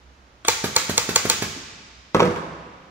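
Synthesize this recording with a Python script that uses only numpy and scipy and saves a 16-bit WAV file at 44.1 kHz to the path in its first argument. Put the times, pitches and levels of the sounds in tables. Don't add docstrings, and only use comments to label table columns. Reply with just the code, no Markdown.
import sys
import numpy as np
from scipy import signal
from scipy.fft import rfft, irfft
from scipy.io import wavfile

SR = 44100
rng = np.random.default_rng(int(sys.argv[2]) if len(sys.argv) > 2 else 0)


def amplitude_ratio(level_db):
    exponent = np.asarray(level_db, float) / 20
    return 10 ** exponent


def transcribe(signal):
    frames = np.atleast_2d(signal).T
    limited = np.clip(frames, -1, 1)
    pcm = np.round(limited * 32767).astype(np.int16)
    wavfile.write(sys.argv[1], SR, pcm)


N = 127890

# (frequency [Hz], level [dB per Hz])
AIR_SPECTRUM = [(30, -16), (64, -8), (110, -10.5), (500, -16), (2000, -22), (6500, -32.5), (8600, -47.5),
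                (16000, -56.5)]
# (time [s], peak [dB])
TOUCHES = [
    (0.449, -14),
]
# (time [s], peak [dB], crack [dB], frame ring [dB])
SHOTS = [
    (0.4824, -4, 0, 7.5),
    (0.763, -4.5, 3, 4),
    (.9780, -6, 3.5, 4),
    (1.159, -5.5, 4, 6),
    (1.2981, -5.5, 3, 3),
]
# (time [s], peak [dB], hiss [dB])
PUFFS = [
    (0.639, -10, 2.5),
    (.8930, -10, 2),
    (1.0880, -12, 2.5),
    (1.2501, -11, 0),
    (1.4201, -11.5, 2),
]
# (time [s], level [dB])
HOSE_BUMPS = [
    (1.529, -34),
    (1.563, -27.5),
    (1.581, -37),
    (2.79, -59),
]
# (time [s], level [dB], hardness [dB], low thud [dB])
DROPS = [(2.1469, -5, -1.5, 3), (2.196, -15, 2, 5.5), (2.2033, -13, 7.5, -0.5), (2.2204, -9, -6, 7.5),
         (2.229, -19.5, 6.5, -2.5), (2.253, -16.5, -3.5, 2.5), (2.2641, -22, -4, 10.5),
         (2.309, -17.5, -7.5, 1), (2.1663, -15.5, -4, -7.5), (2.258, -15, -5.5, 4), (2.276, -20, -2, 8.5),
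         (2.289, -17.5, -13, -5), (2.361, -15, -9.5, -6)]

# (frequency [Hz], level [dB], T60 [s])
NOSE_MODES = [(345, -0.5, 0.028), (674, -1.5, 0.034), (1100, 0, 0.055), (1910, -3, .02), (2260, -5, 0.058),
              (3270, -0.5, .012)]
FRAME_MODES = [(475.8, -2, 0.053), (627, -7.5, 0.035), (890, 0, 0.051), (1112, 1, 0.025),
               (1289, -11, 0.061), (2070, -1.5, 0.023), (1732, -12, 0.021), (2355, -2.5, 0.045),
               (102, -12.5, 0.036)]
STEEL_MODES = [(2457, -16.5, 0.011), (3670, 3, 0.0038), (4300, -2, 0.024), (5400, -12.5, .007),
               (6060, -4.5, 0.024), (6750, -3, 0.0075), (6900, 2.5, 0.013), (8030, 1, 0.0082),
               (9100, -10, 0.0049)]
CAP_MODES = [(238.6, -4, 0.015), (399.6, 1.5, 0.02), (600, -8.5, 0.026)]
BENCH_MODES = [(205, -7.5, 0.057), (261, 2, 0.089), (333, 0, 0.063)]
BOARD_LOW_MODES = [(96, -13.5, 0.31), (132, -16, 0.16), (186.4, -2.5, 0.12), (224.6, 1.5, 0.091),
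                   (284, -1.5, 0.065), (335, 6, 0.055), (389, 3.5, 0.071), (493.3, 0.5, 0.12),
                   (530.6, -1, .08), (619, -2.5, 0.036)]
BOARD_HIGH_MODES = [(905, -6.5, .05), (965, 3, 0.044), (1080, -1, 0.063), (1130, -19.5, 0.15),
                    (1276, -4, 0.071), (1800, -7, 0.021), (2000, -10, .02), (2430, -14.5, 0.044),
                    (2810, -5, 0.011), (3470, -11, 0.019), (4440, -22, 0.017)]

# (frequency [Hz], level [dB per Hz])
TICK_SPECTRUM = [(300, -17), (2200, -1.5), (3400, 1.5), (4200, -6), (6700, -9.5), (9230, -17), (10500, -25),
                 (16000, -33.5)]
HISS_SPECTRUM = [(1000, -15.5), (4000, -7), (7800, -8), (9400, 7.5), (11500, -13), (16000, 3.5)]
CRACK_SPECTRUM = [(700, -9.5), (1500, -5.5), (3500, 1.5), (5000, 3), (7000, 0.5), (9500, -9.5),
                  (11500, -23), (16000, -6.5)]
BLAST_SPECTRUM = [(300, -8.5), (1000, -0.5), (2300, -1), (4500, -2), (6800, -3.5), (9000, -39.5),
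                  (11000, -16), (16000, -18.5)]
EXHAUST_SPECTRUM = [(500, -1), (1500, 5.5), (3000, 2), (6000, 0), (9500, -11), (16000, -9.5)]
# (frequency [Hz], level [dB per Hz])
CLACK_SPECTRUM = [(1000, -1), (1600, -6), (2500, -1), (3300, -7.5), (4600, -14), (5700, -12.5),
                  (7100, -21.5), (10000, -36.5), (16000, -35.5)]
THUD_SPECTRUM = [(70, -16), (180, -2), (450, 0.5), (700, -7), (1050, -3.5), (1600, -13.5), (2800, -22.5),
                 (4500, -30), (16000, -51.5)]

# (frequency [Hz], early level [dB], early T60 [s], late level [dB], late T60 [s], side level [dB])
ROOM = [(81.2, -0.5, 0.9, -16.5, 4.9, -16.5), (253, -13, 0.76, -10.5, 1.63, -14),
        (443, -16.5, .5, -11.5, 1.41, -7.5), (726, -23.5, 0.33, -8.5, 1.66, -4.5),
        (1180, -16, 0.27, -7.5, 1.68, 3), (2100, -12, 0.69, -8.5, 2.24, -2.5),
        (4550, -12.5, 0.77, -10, 2.2, -1), (7080, -16.5, 0.69, -5.5, 1.32, 0),
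        (10050, -15.5, 0.58, -11, 0.69, -1), (15000, -9.5, 0.54, -28, 0.68, 1)]
# (frequency [Hz], level difference [dB])
PORTS = [(60, -4.5), (350, -1.5), (800, -2), (5500, -2), (6800, 5.5), (8100, 5), (9200, -12.5), (10500, -8),
         (13000, -3.5)]

MODE_SEND_DB = -5
BOTH = np.ones((2, 1))
MODAL = amplitude_ratio(np.array([[0], [MODE_SEND_DB]]))
SIDE = np.array([[1], [-1]])


def curve(table, hz):
    p = np.array(table, float)
    return np.interp(np.log(np.maximum(hz, 1)), np.log(p[:, 0]), p[:, 1])


def noise(table, size):
    gain = amplitude_ratio(curve(table, np.fft.rfftfreq(size, 1 / SR)))
    x = irfft(rfft(rng.standard_normal(size)) * gain, size)
    return x / x.std()


def click(table, size):
    x = irfft(amplitude_ratio(curve(table, np.fft.rfftfreq(size, 1 / SR))), size)
    x = np.roll(x, 600)
    return x / np.sqrt(np.sum(x ** 2))


def rise(t, length_s):
    return np.clip(t / length_s, 0, 1)


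def fall(t, t60):
    return (t >= 0) * np.exp(-np.log(1000) * np.maximum(t, 0) / t60)


def ring(modes, t, scatter_db, push_s):
    m = np.array(modes)
    chance = rng.standard_normal((len(modes), 2))
    hz = m[:, :1] * (1 + 0.008 * chance[:, :1])
    level = amplitude_ratio(m[:, 1:2] + scatter_db * chance[:, 1:])
    x = np.sum(level * np.sin(2 * np.pi * hz * t) * fall(t, m[:, 2:]), axis=0)
    return x * rise(t, push_s) / np.sqrt(len(m))


def add(track, s, x):
    i = int(s * SR)
    track[:, i:i + x.shape[1]] += x[:, :N - i]


def workshop():
    f = np.fft.rfftfreq(N, 1 / SR)
    side_gain = amplitude_ratio(curve(np.array(ROOM)[:, [0, 5]], f))
    side = irfft(rfft(noise(AIR_SPECTRUM, N)) * side_gain, N)
    air = noise(AIR_SPECTRUM, N) + side * SIDE
    hum_hz, width_hz = 64.2, 5.5
    hum = irfft(rfft(rng.standard_normal(N)) * np.exp(-((f - hum_hz) / width_hz) ** 2), N)
    return amplitude_ratio(-55.5) * air + amplitude_ratio(-57) * hum / hum.std()


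def nose_touch(t, db):
    tick = amplitude_ratio(-7.5) * rise(t, 0.001) * fall(t, 0.034) * noise(TICK_SPECTRUM, len(t))
    knock = amplitude_ratio(-5) * ring(NOSE_MODES, t, 0.91, 0.00088)
    return BOTH * amplitude_ratio(db) * (tick + knock)


def shot(t, db, crack_db, ring_db):
    hiss = rise(t + 0.011, 0.0021) * fall(np.maximum(t, 0), 0.063) * noise(HISS_SPECTRUM, len(t))
    early = t + 0.002453
    knock = ring(FRAME_MODES, early, 1.5, 0.0006) * fall(early, 0.03)

    rise_s, hold_s, t60_s = 0.0011, 0.0027, 0.0077
    burst = rise(t, rise_s) * fall(np.maximum(t - hold_s, 0), t60_s) * noise(CRACK_SPECTRUM, len(t))
    crack = amplitude_ratio(-4.5) * burst + amplitude_ratio(8) * ring(STEEL_MODES, t, 1.7, rise_s)
    room_crack = amplitude_ratio(14.5) * click(CRACK_SPECTRUM, len(t))
    crack = np.array([amplitude_ratio(crack_db) * crack, room_crack])

    frame = MODAL * amplitude_ratio(ring_db - 3.5) * ring(FRAME_MODES, t - 0.001, 0.8, 0.0015)
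    blast = amplitude_ratio(-16.5) * rise(t, 0.0012) * fall(t, 0.24) * noise(BLAST_SPECTRUM, len(t))
    return amplitude_ratio(db) * (amplitude_ratio(-25.5) * hiss + amplitude_ratio(-5.5) * knock + crack + frame + blast)


def puff(t, db, hiss_db):
    lead_s = 0.00312
    u = t - lead_s
    pop = -amplitude_ratio(2) * ring(CAP_MODES, u, 1.0, 0.00087)
    echo = -amplitude_ratio(-15.5) * ring([(201, 0, 0.025)], u - 0.01293, 0.7, 0.0012)
    swell = amplitude_ratio(-9.5) * np.sin(np.pi * t / lead_s) * (t > 0) * (u < 0)
    gas_shape = rise(t + 0.0012, 0.0059) * fall(t + 0.001, 0.095)
    gas = amplitude_ratio(hiss_db - 10.5) * gas_shape * noise(EXHAUST_SPECTRUM, len(t))
    return BOTH * amplitude_ratio(db + 0.5) * (pop + echo + swell + gas)


def stapler():
    out = np.zeros((2, N))
    t = np.arange(16384) / SR - 0.01
    for s, db in TOUCHES:
        add(out, s + t[0], nose_touch(t, db))
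    for s, db, crack_db, ring_db in SHOTS:
        add(out, s + t[0], shot(t, db, crack_db, ring_db))
    for s, db, hiss_db in PUFFS:
        add(out, s + t[0], puff(t, db, hiss_db))
    return out


def hose_bump(t, db):
    return BOTH * amplitude_ratio(db) * ring(BENCH_MODES, t, 1.6, 0.0036)


def landing(t, db, hard_db, thud_db):
    push_s = 0.0009
    low = -amplitude_ratio(thud_db) * ring(BOARD_LOW_MODES, t, 2.5, 3 * push_s)
    high = amplitude_ratio(hard_db + 5.5) * ring(BOARD_HIGH_MODES, t, 1.9, push_s)
    clack_shape = rise(t + 0.0023, 0.0015) * fall(t + 0.00068, 0.032)
    clack = amplitude_ratio(hard_db - 6) * clack_shape * noise(CLACK_SPECTRUM, len(t))
    thud = amplitude_ratio(22) * click(THUD_SPECTRUM, len(t))
    send = amplitude_ratio(MODE_SEND_DB) * (low + high) + thud + amplitude_ratio(-6.5) * clack
    return amplitude_ratio(db) * np.array([low + high + clack, send])


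def table():
    out = np.zeros((2, N))
    t = np.arange(16384) / SR - 0.012
    for s, db in HOSE_BUMPS:
        add(out, s + t[0], hose_bump(t, db))
    for s, db, hard_db, thud_db in DROPS:
        add(out, s + t[0], landing(t, db, hard_db, thud_db))
    return out


def room():
    size = 2 ** 17
    t = np.arange(size) / SR - 0.0068
    f, r = np.fft.rfftfreq(size, 1 / SR), np.array(ROOM)
    sparse_db = 3.5 * np.exp(-np.maximum(t, 0) / 0.031)
    spikes = amplitude_ratio(sparse_db * rng.exponential(size=size))
    seeds = rfft(spikes * rng.standard_normal((2, size)) * (t > 0))
    out = np.zeros((2, size))
    for hz in 40 * 2 ** np.arange(0, 9, 0.5):
        early_db, early_t60, late_db, late_t60, side_db = (curve(r[:, [0, k]], hz) for k in range(1, 6))
        octaves = np.log2(np.maximum(f, 1) / hz)
        band = irfft(seeds * np.cos(np.pi * np.clip(octaves, -0.5, 0.5)) ** 2, size)
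        early = amplitude_ratio(early_db) * fall(t, early_t60) / np.sqrt(early_t60)
        late = amplitude_ratio(late_db) * fall(t, late_t60) / np.sqrt(late_t60)
        out += (early + late) * (band[0] + amplitude_ratio(side_db) * band[1] * SIDE)
    return out / np.sqrt(SR / 14)


def place(x, lag_s, pan_db, wet_db, walls):
    x = signal.sosfilt(signal.butter(4, 71, "high", fs=SR, output="sos"), x)
    f, t = np.fft.rfftfreq(N, 1 / SR), np.arange(512) / SR
    scatter = rng.standard_normal((2, len(t))) * fall(t - 0.0002, 0.007)
    scatter = scatter / np.sqrt(np.sum(scatter ** 2, axis=1, keepdims=True))
    scatter = rfft(scatter, N) * f ** 2 / (f ** 2 + 2400 ** 2)
    near = 1 + amplitude_ratio(1) * scatter
    near = near / (np.abs(near) + 0.05) ** 0.9
    path = np.exp(-1j * np.pi * f * lag_s * SIDE) * near
    direct = irfft(rfft(x[0]) * path, N) * amplitude_ratio(pan_db * SIDE / 2)
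    wet = signal.fftconvolve(x[1:], walls)[:, :N]
    return direct + amplitude_ratio(wet_db) * wet


def scene():
    walls = room()
    gun = place(stapler(), lag_s=0.00009, pan_db=-0.7, wet_db=0, walls=walls)
    board = place(table(), lag_s=-0.00014, pan_db=-0.1, wet_db=-2.5, walls=walls)
    return workshop() + gun + board


def low_pass(x):
    return signal.sosfilt(signal.butter(12, 16980, fs=SR, output="sos"), x)


def record(dry):
    tilt_db = curve(PORTS, np.fft.rfftfreq(N, 1 / SR)) / 2
    x = irfft(rfft(dry) * amplitude_ratio(tilt_db * SIDE), N)
    x = x + amplitude_ratio(-97) * np.diff(rng.standard_normal((2, N + 1)))
    x = signal.sosfilt(signal.ellip(8, 0.3, 40, 15700, fs=SR, output="sos"), x)
    ceiling = 0.78
    x = x / (1 + np.abs(x / ceiling) ** 6) ** (1 / 6)
    return low_pass(x)


dry = scene()
out = record(dry)
transcribe(out)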